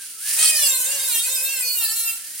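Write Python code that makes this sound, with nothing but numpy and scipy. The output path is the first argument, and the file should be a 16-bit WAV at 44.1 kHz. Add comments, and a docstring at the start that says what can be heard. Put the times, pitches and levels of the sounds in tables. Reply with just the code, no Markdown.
"""A large workshop, a stereo microphone near an angle grinder cutting a car body's sheet steel.
The motor coasts, spins up, bites at 0.4 s, sags and recovers with the load, and runs free after 2.15 s.
The disc chatters once per motor turn, rings the panel and now and then squeals; abrasive grit hisses
over it. Reflections off the car widen the sound, with the hall's tail and a faint hum behind."""
import sys
import numpy as np
from scipy import signal
from scipy.fft import rfft, irfft, next_fast_len
from scipy.io import wavfile
from scipy.ndimage import uniform_filter1d, map_coordinates

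SR = 44100
rng = np.random.default_rng(int(sys.argv[2]) if len(sys.argv) > 2 else 0)


def master(y):
    """Save y as 16-bit WAV."""
    cut = np.clip(np.atleast_2d(y).T, -1, 1)
    pcm = np.round(cut * 32767)  # scale
    wavfile.write(sys.argv[1], SR, pcm.astype(np.int16))


N = 105840
GEAR_RATIO = 3.6  # motor turns per disc turn
TREBLE_HZ, TOP_HZ, LIMIT_HZ = 4820, 10940, 15950  # upper edges of the middle, treble and top bands


def amp(db):
    """Decibels to gain."""
    return 10 ** (np.asarray(db) / 20)


def unit(x):
    """Scale to rms 1."""
    return x / np.sqrt(np.mean(x ** 2) + 1e-20)


def running_rms(power, samples):
    """Root of the power averaged over a sliding window."""
    return np.sqrt(np.abs(uniform_filter1d(power, samples)) + 1e-12)


def along(points, hz):
    """Read (f/Hz, value) points on a log axis."""
    f, v = np.transpose(points)
    return np.interp(np.log(hz + 1), np.log(f + 1), v)


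def curves(rows):
    """One value per sample for each column after the time."""
    times, *columns = np.transpose(rows)
    return [np.interp(np.arange(N) / SR, times, column) for column in columns]


def wobble(rate):
    """A smooth random curve, rate knots a second."""
    coarse = np.arange(0, N + 32, 32)
    smooth = map_coordinates(rng.standard_normal(4096), [coarse * rate / SR], mode="wrap")
    return np.interp(np.arange(N), coarse, smooth)


def lowpass(hz, edge_hz, steepness=20):
    """Gain of a steep low-pass."""
    return 1 / (1 + (hz / edge_hz) ** steepness)


def filtered(x, response):
    """Filter x by a gain given as a function of frequency."""
    size = next_fast_len(N + SR // 2)
    return irfft(rfft(x, size) * response(np.fft.rfftfreq(size, 1 / SR)), size)[..., :N]


def noise(colour, shape=N):
    """Noise of rms 1 with a (f/Hz, level/dB) spectrum."""
    return unit(filtered(rng.standard_normal(shape), lambda hz: amp(along(colour, hz))))


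def rotation(jitter=0.00066):
    """Motor speed (Hz), smoothed by inertia, and the slightly uneven shaft angle (rad)."""
    # motor turns per second: t/s, f/Hz
    motor_speed = [(0.0, 540.3), (0.17, 433.3), (0.197, 441.6), (0.238, 551.2), (0.306, 592.5),
                   (0.39, 626.7), (0.45, 638.5), (0.555, 615.8), (0.605, 592), (0.645, 564.8),
                   (0.69, 538.8), (0.77, 512.6), (0.82, 503.6), (0.85, 509), (0.86, 522.0), (0.915, 555.3),
                   (0.96, 567.3), (1.0, 529.4), (1.035, 536), (1.075, 525.8), (1.105, 485.2), (1.13, 465.8),
                   (1.18, 457.5), (1.225, 466.6), (1.23, 489), (1.305, 523.0), (1.35, 527.7),
                   (1.395, 505.3), (1.435, 528.8), (1.475, 528.3), (1.525, 549.5), (1.625, 493.0),
                   (1.74, 489.9), (1.87, 438.5), (1.9, 437.8), (1.965, 461.5), (1.995, 463.4),
                   (2.095, 451.4), (2.13, 454.9), (2.16, 459), (2.218, 578.6), (2.306, 621.7), (2.395, 645)]
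    speed = uniform_filter1d(curves(motor_speed)[0], size=700, mode="nearest")
    return speed, 2 * np.pi * np.cumsum(speed * (1 + jitter * wobble(140))) / SR


def chatter(speed, angle, count=36, sway_rad=0.051, smear_rad=0.38):
    """The disc chatters once per motor turn: rough partials at multiples of the speed."""
    # how hard grit shakes a partial: f/Hz, depth
    roughness = [(1000, .8), (2500, 0.3), (6000, 0.39), (12000, 0.69)]
    orders = np.arange(1, count + 1)
    pitches = (orders[:, None] * speed).astype(int)
    levels = squeal(ring_panel(pitches))
    out = np.zeros(N)
    for order, level, hz in zip(orders, levels, pitches):
        sway = sway_rad * np.sin(angle / GEAR_RATIO + 2 * np.pi * rng.random())
        scatter = (sway + smear_rad * wobble(90)) * hz / 10000  # the angles hold at 10 kHz
        phase = order * angle + scatter + 2 * np.pi * rng.random()
        depth = along(roughness, hz)
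        partial = (1 + depth * grit_shake()) * np.exp(1j * phase)
        out += level * partial.real / np.hypot(1, depth)
    return out


def ring_panel(pitches):
    """Each partial's level: it flares as it sweeps through a resonance and flutters as the disc rubs."""
    # resonances of panel and disc: f/Hz, width/Hz, level/dB
    modes = [(1806, 49.8, 5.5), (2475, 21, 15), (2800, 116, 11), (3203, 16, 2), (3699, 33, 13),
             (4055, 180, 6), (4395, 86, 4.5), (4875, 88, 0.5), (5530, 24, -0.5), (7520, 70, 6),
             (8494, 74, -8), (10220, 77, 3), (14450, 200, -6)]
    # spectrum between the resonances: f/Hz, level/dB
    colour = [(650, -40), (850, -10.5), (1400, -7.5), (2200, -9.5), (3000, -4.5), (5000, -5.5), (6500, -3),
              (8500, 4.5), (10500, 0), (11500, 0.5), (13500, -1), (15500, -3)]
    # chatter through the cut: t/s, middle level/dB, treble level/dB, top level/dB
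    band_levels = [(0.365, -66, -65, -70), (0.391, -28, -26, -50), (0.471, -26, -22, -32),
                   (0.557, -33.5, -28, -31), (0.62, -27.5, -23, -28), (0.692, -35.5, -27.0, -30),
                   (0.726, -34, -27, -27.5), (0.824, -38.5, -25, -29.5), (0.9, -36.5, -28, -35),
                   (1.05, -36, -30.5, -32.5), (1.152, -30, -26.0, -25), (1.208, -39.5, -27.5, -33.5),
                   (1.248, -40.5, -26, -32), (1.301, -32.5, -29, -32), (1.362, -45, -34, -29),
                   (1.405, -39.5, -29.3, -34), (1.458, -36, -32.5, -35), (1.496, -35.5, -32, -34.5),
                   (1.621, -40, -30.0, -30), (1.702, -38, -32.5, -30.5), (1.76, -38, -33.5, -27.5),
                   (1.841, -32.5, -29, -26), (1.877, -37, -29.5, -30.5), (2.017, -38, -29.5, -30),
                   (2.137, -38.5, -34, -30), (2.191, -62, -45, -47)]
    flutter_db = along([(2500, 4.4), (4500, 6.1), (8000, 3.3)], pitches)
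    flutter = amp(flutter_db * np.array([wobble(32) for _ in pitches]))
    resonance = sum(amp(db) ** 2 / (1 + (2 * (pitches - hz) / width) ** 2) for hz, width, db in modes)
    levels = np.sqrt(amp(along(colour, pitches)) ** 2 + resonance) * (pitches < LIMIT_HZ) * flutter
    middle, below_top = lowpass(pitches, TREBLE_HZ), lowpass(pitches, TOP_HZ)
    bands = (levels * share for share in (middle, below_top - middle, 1 - below_top))
    return sum(amp(db) * band / running_rms((band ** 2).sum(0) / 2, 2500)
               for db, band in zip(curves(band_levels), bands))


def squeal(levels, steepness=2.1, trim_db=-0.5):
    """One multiple of the speed locks onto the panel: its level swells, then lets go."""
    # squeals: centre t/s, length at half height/s, multiple, peak level before trim/dB
    squeals = [(0.456, 0.047, 13, -22.0), (0.459, 0.055, 5, -27.5), (0.473, 0.045, 16, -19),
               (0.46, 0.031, 8, -24), (0.533, 0.025, 4, -22.5), (0.539, 0.034, 8, -33),
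               (0.573, 0.038, 16, -21), (0.581, 0.019, 7, -26.5), (0.58, 0.049, 9, -26.3),
               (0.573, 0.099, 3, -33), (0.604, 0.056, 10, -26.5), (0.609, 0.13, 17, -23),
               (0.62, 0.025, 15, -31), (0.631, 0.024, 13, -21), (0.642, 0.026, 6, -24.5),
               (0.649, 0.054, 9, -25.5), (0.666, 0.043, 8, -27.5), (0.673, 0.035, 24, -22),
               (0.677, 0.16, 5, -35.5), (0.69, 0.062, 11, -31), (0.693, 0.12, 14, -22),
               (0.693, 0.071, 19, -27), (0.722, 0.025, 7, -24.5), (0.748, 0.047, 16, -32),
               (0.76, 0.035, 8, -26), (0.972, 0.025, 8, -31), (1.009, 0.031, 7, -31),
               (1.04, 0.098, 19, -29), (1.062, 0.031, 7, -28), (1.153, 0.02, 8, -28),
               (1.157, 0.077, 6, -31), (1.179, 0.052, 7, -27.5), (1.207, 0.025, 8, -26),
               (1.26, 0.019, 5, -28.5), (1.337, 0.04, 7, -27), (1.338, 0.087, 16, -26.6),
               (1.379, 0.084, 10, -32), (1.382, 0.029, 5, -28.5), (1.444, 0.055, 26, -28),
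               (1.46, 0.091, 27, -27), (1.467, 0.042, 7, -30), (1.515, 0.095, 5, -25),
               (1.527, 0.039, 8, -38), (1.603, 0.077, 4, -39), (1.611, 0.021, 17, -21.5),
               (1.644, 0.033, 5, -27.5), (1.681, 0.058, 10, -28.5), (1.699, 0.091, 9, -22.5),
               (1.706, 0.019, 5, -26.5), (1.799, 0.038, 8, -31), (1.829, 0.039, 6, -28.5),
               (1.835, 0.057, 23, -27), (1.844, 0.036, 9, -26.5), (1.884, 0.097, 10, -30.5),
               (1.999, 0.07, 8, -37.5), (2.003, 0.087, 9, -31), (2.086, 0.048, 6, -26.5)]
    t = np.arange(N) / SR
    for centre, length, order, db in squeals:
        row, near = round(order) - 1, np.abs(t - centre) < 2 * length
        swell = 0.5 ** (np.abs(2 * (t[near] - centre) / length) ** steepness)
        levels[row, near] = np.maximum(levels[row, near], amp(db + trim_db) * swell)
    return levels


def grit_shake(width_hz=50, step=16):
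    """Grit jolts a partial's size and phase: narrow complex noise, rms about 1."""
    hz = np.fft.fftfreq(next_fast_len(N // step + 2), step / SR)
    white = rng.standard_normal(len(hz)) + 1j * rng.standard_normal(len(hz))
    shake = np.fft.ifft(np.fft.fft(white) / (1 + (hz / width_hz) ** 2) ** 0.75)
    return np.interp(np.arange(N) / step, np.arange(len(shake)), shake / shake.std())


def rasp(angle, pulse_depth=0.78, trim_db=0.5):
    """Grit, gears and cooling air hiss, pulsing with each turn and changing colour on the steel."""
    # contact of disc and steel: t/s, share 0-1
    contact_share = [(0.36, 0), (0.39, 0.63), (2.12, 1), (2.19, 0)]
    # spectrum while cutting: f/Hz, level/dB
    cutting = [(30, -44), (100, -35), (160, -24.5), (330, -14.5), (420, -16.5), (560, -13), (700, -16),
               (850, -6), (1200, -13.5), (1700, -5), (2700, -3.5), (3500, -3.5), (5000, -11), (6500, 1.5),
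               (8600, 4.5), (10200, 7), (11500, 0.5), (15500, -7.5)]
    # spectrum running free: f/Hz, level/dB
    running_free = [(60, -42), (160, -23), (330, -19.5), (450, -31.5), (750, -23), (1100, -17.5),
                    (1700, -7.5), (2200, -8.5), (2800, -1), (3500, -6), (5400, 2), (7500, 1), (8900, 8),
                    (10100, 9), (11200, 1), (15500, -1)]
    # hiss before trim: t/s, middle level/dB, treble level/dB
    band_levels = [(0, -46.5, -37), (0.17, -51, -39), (0.22, -46.5, -33.5), (0.28, -36, -25.5),
                   (0.37, -34.5, -22), (0.531, -42.5, -27.5), (0.681, -40, -30.2), (0.788, -53, -43),
                   (0.863, -40, -33), (1.039, -41.5, -30.5), (1.122, -47, -29.5), (1.182, -49, -42),
                   (1.234, -43, -31), (1.37, -46, -33), (1.589, -46.5, -37.5), (1.723, -53, -36),
                   (1.772, -52.5, -31.5), (1.85, -58, -39), (1.887, -52, -36), (2.137, -51, -37.5),
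                   (2.18, -46.5, -35.5), (2.25, -49, -40), (2.4, -46.5, -34)]
    contact = curves(contact_share)[0]
    hiss = np.sqrt(contact) * noise(cutting) + np.sqrt(1 - contact) * noise(running_free)
    middle = filtered(hiss, lambda hz: lowpass(hz, TREBLE_HZ))
    hiss = sum(amp(db) * band / running_rms(band ** 2, 6000)
               for db, band in zip(curves(band_levels), (middle, hiss - middle)))
    steady = filtered(hiss, lambda hz: lowpass(hz, 2000, steepness=10))
    pulse = unit(1 + pulse_depth * np.cos(angle))
    return amp(trim_db) * (steady + (hiss - steady) * pulse)


def bite(rough_db=3.0):
    """The disc skitters over the edge at first contact: a bright, rough scrape."""
    # scrape envelope: t/s, level/dB
    envelope = [(0.38, -70), (0.39, -20), (0.412, -23), (0.42, -24), (0.428, -17), (0.485, -24.5),
                (0.512, -16), (0.522, -69)]
    # scrape spectrum: f/Hz, level/dB
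    colour = [(100, -33), (600, -38), (1500, -15.5), (2600, -3), (5000, -3), (6800, -12), (8600, 10.5),
              (10200, 0), (11500, -19), (15500, -2)]
    return noise(colour) * amp(curves(envelope)[0] + rough_db * wobble(450))


def motor(angle, whine_order=3, waver_db=2):
    """The motor hums once per turn and whines at a multiple of its speed."""
    # whine, loudest under power: t/s, level/dB
    whine_level = [(0, -47.5), (0.08, -64), (0.18, -57), (0.22, -55), (0.26, -40), (0.33, -43.5),
                   (0.45, -50), (0.6, -55), (0.75, -54.5), (1.05, -48.5), (1.2, -69), (1.55, -49.5),
                   (1.75, -61.5), (2.15, -51), (2.2, -64), (2.25, -54), (2.4, -63)]
    # shaft tone, passed into the car body during the cut: t/s, level/dB
    shaft_level = [(0, -79), (0.3, -69.5), (0.4, -50.5), (0.65, -47), (0.72, -54), (0.87, -48), (1.1, -53),
                   (1.18, -66.5), (1.3, -49), (1.5, -51.5), (1.55, -56), (1.65, -53.5), (1.82, -65.5),
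                   (2.4, -73)]
    whine = amp(curves(whine_level)[0] + waver_db * wobble(25.64)) * np.sin(whine_order * angle)
    shaft = amp(curves(shaft_level)[0] + waver_db * wobble(25.11)) * np.sin(angle)
    return np.sqrt(2) * (whine + shaft)


def workshop(direct, car_t60_s=0.023, car_delay_s=0.0015, hall_db=-9.5, hall_side_db=-2):
    """Quick reflections off the car widen the sound at the microphone; the hall adds a tail."""
    # hall decay: f/Hz, t60/s
    decay = [(200, 0.81), (2000, 0.5), (8000, 0.39), (15000, 0.1)]
    # reflections in the side channel: f/Hz, level/dB
    width = [(100, -46), (500, -19.5), (1200, -15), (2500, -8.5), (6000, -0.5), (9500, -7.5), (13500, 4.5)]
    # balance at the microphone: f/Hz, left minus right level/dB
    balance = [(500, 0), (1300, 0.5), (2800, -1.5), (6000, -1.9), (12000, -0.8)]
    t = np.arange(SR // 20) / SR
    early = rng.standard_normal(len(t)) * amp(-60 * t / car_t60_s) * (t > car_delay_s)
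    car = signal.fftconvolve(direct, early / np.linalg.norm(early))[:N]
    hz, t, spectra = signal.stft(rng.standard_normal((2, SR // 2)), SR, nperseg=256)
    tail = signal.istft(spectra * amp(-60 * t / along(decay, hz)[:, None]), SR, nperseg=256)[1]
    hall_mid, hall_side = signal.fftconvolve(direct[None], tail / np.linalg.norm(tail[0]), axes=1)[:, :N]
    mid = direct + amp(hall_db) * hall_mid
    reflections = (car + amp(hall_side_db) * hall_side) / np.hypot(1, amp(hall_side_db))
    side = filtered(reflections, lambda hz: amp(along(width, hz)))
    stereo = np.array([mid + side, mid - side])
    return filtered(stereo, lambda hz: amp(np.outer([0.5, -0.5], along(balance, hz))))


def room_tone(floor_db=-70.5, side_db=-7, swell_db=3, hum_hz=309, hum_db=-69.5):
    """Low, wavering room noise with a faint hum."""
    # room noise spectrum: f/Hz, level/dB
    colour = [(25, -11), (90, -6), (150, -1.5), (260, 3.5), (310, 4.5), (400, 0), (700, -20), (2000, -20)]
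    mid, side = noise(colour, (2, N))
    stereo = mid + np.outer([1, -1], amp(side_db) * side)
    hum = amp(hum_db + 0.46 * wobble(4.6)) * np.sin(2 * np.pi * hum_hz * np.arange(N) / SR)
    return amp(floor_db + swell_db * wobble(13.3)) * stereo + hum


def scene(runout_db=-0.2, judder_db=0.99):
    """The grinder in the workshop, its disc slightly untrue, juddering in the hand."""
    speed, angle = rotation()
    pressure = amp(runout_db * np.sin(angle / GEAR_RATIO) + judder_db * wobble(65))
    disc = chatter(speed, angle) + rasp(angle) + bite()
    return workshop(pressure * disc + motor(angle)) + room_tone()


def record(dry):
    """The microphone chain passes nothing above its band limit."""
    return filtered(dry, lambda hz: hz < LIMIT_HZ)


dry = scene()
out = record(dry)
master(out)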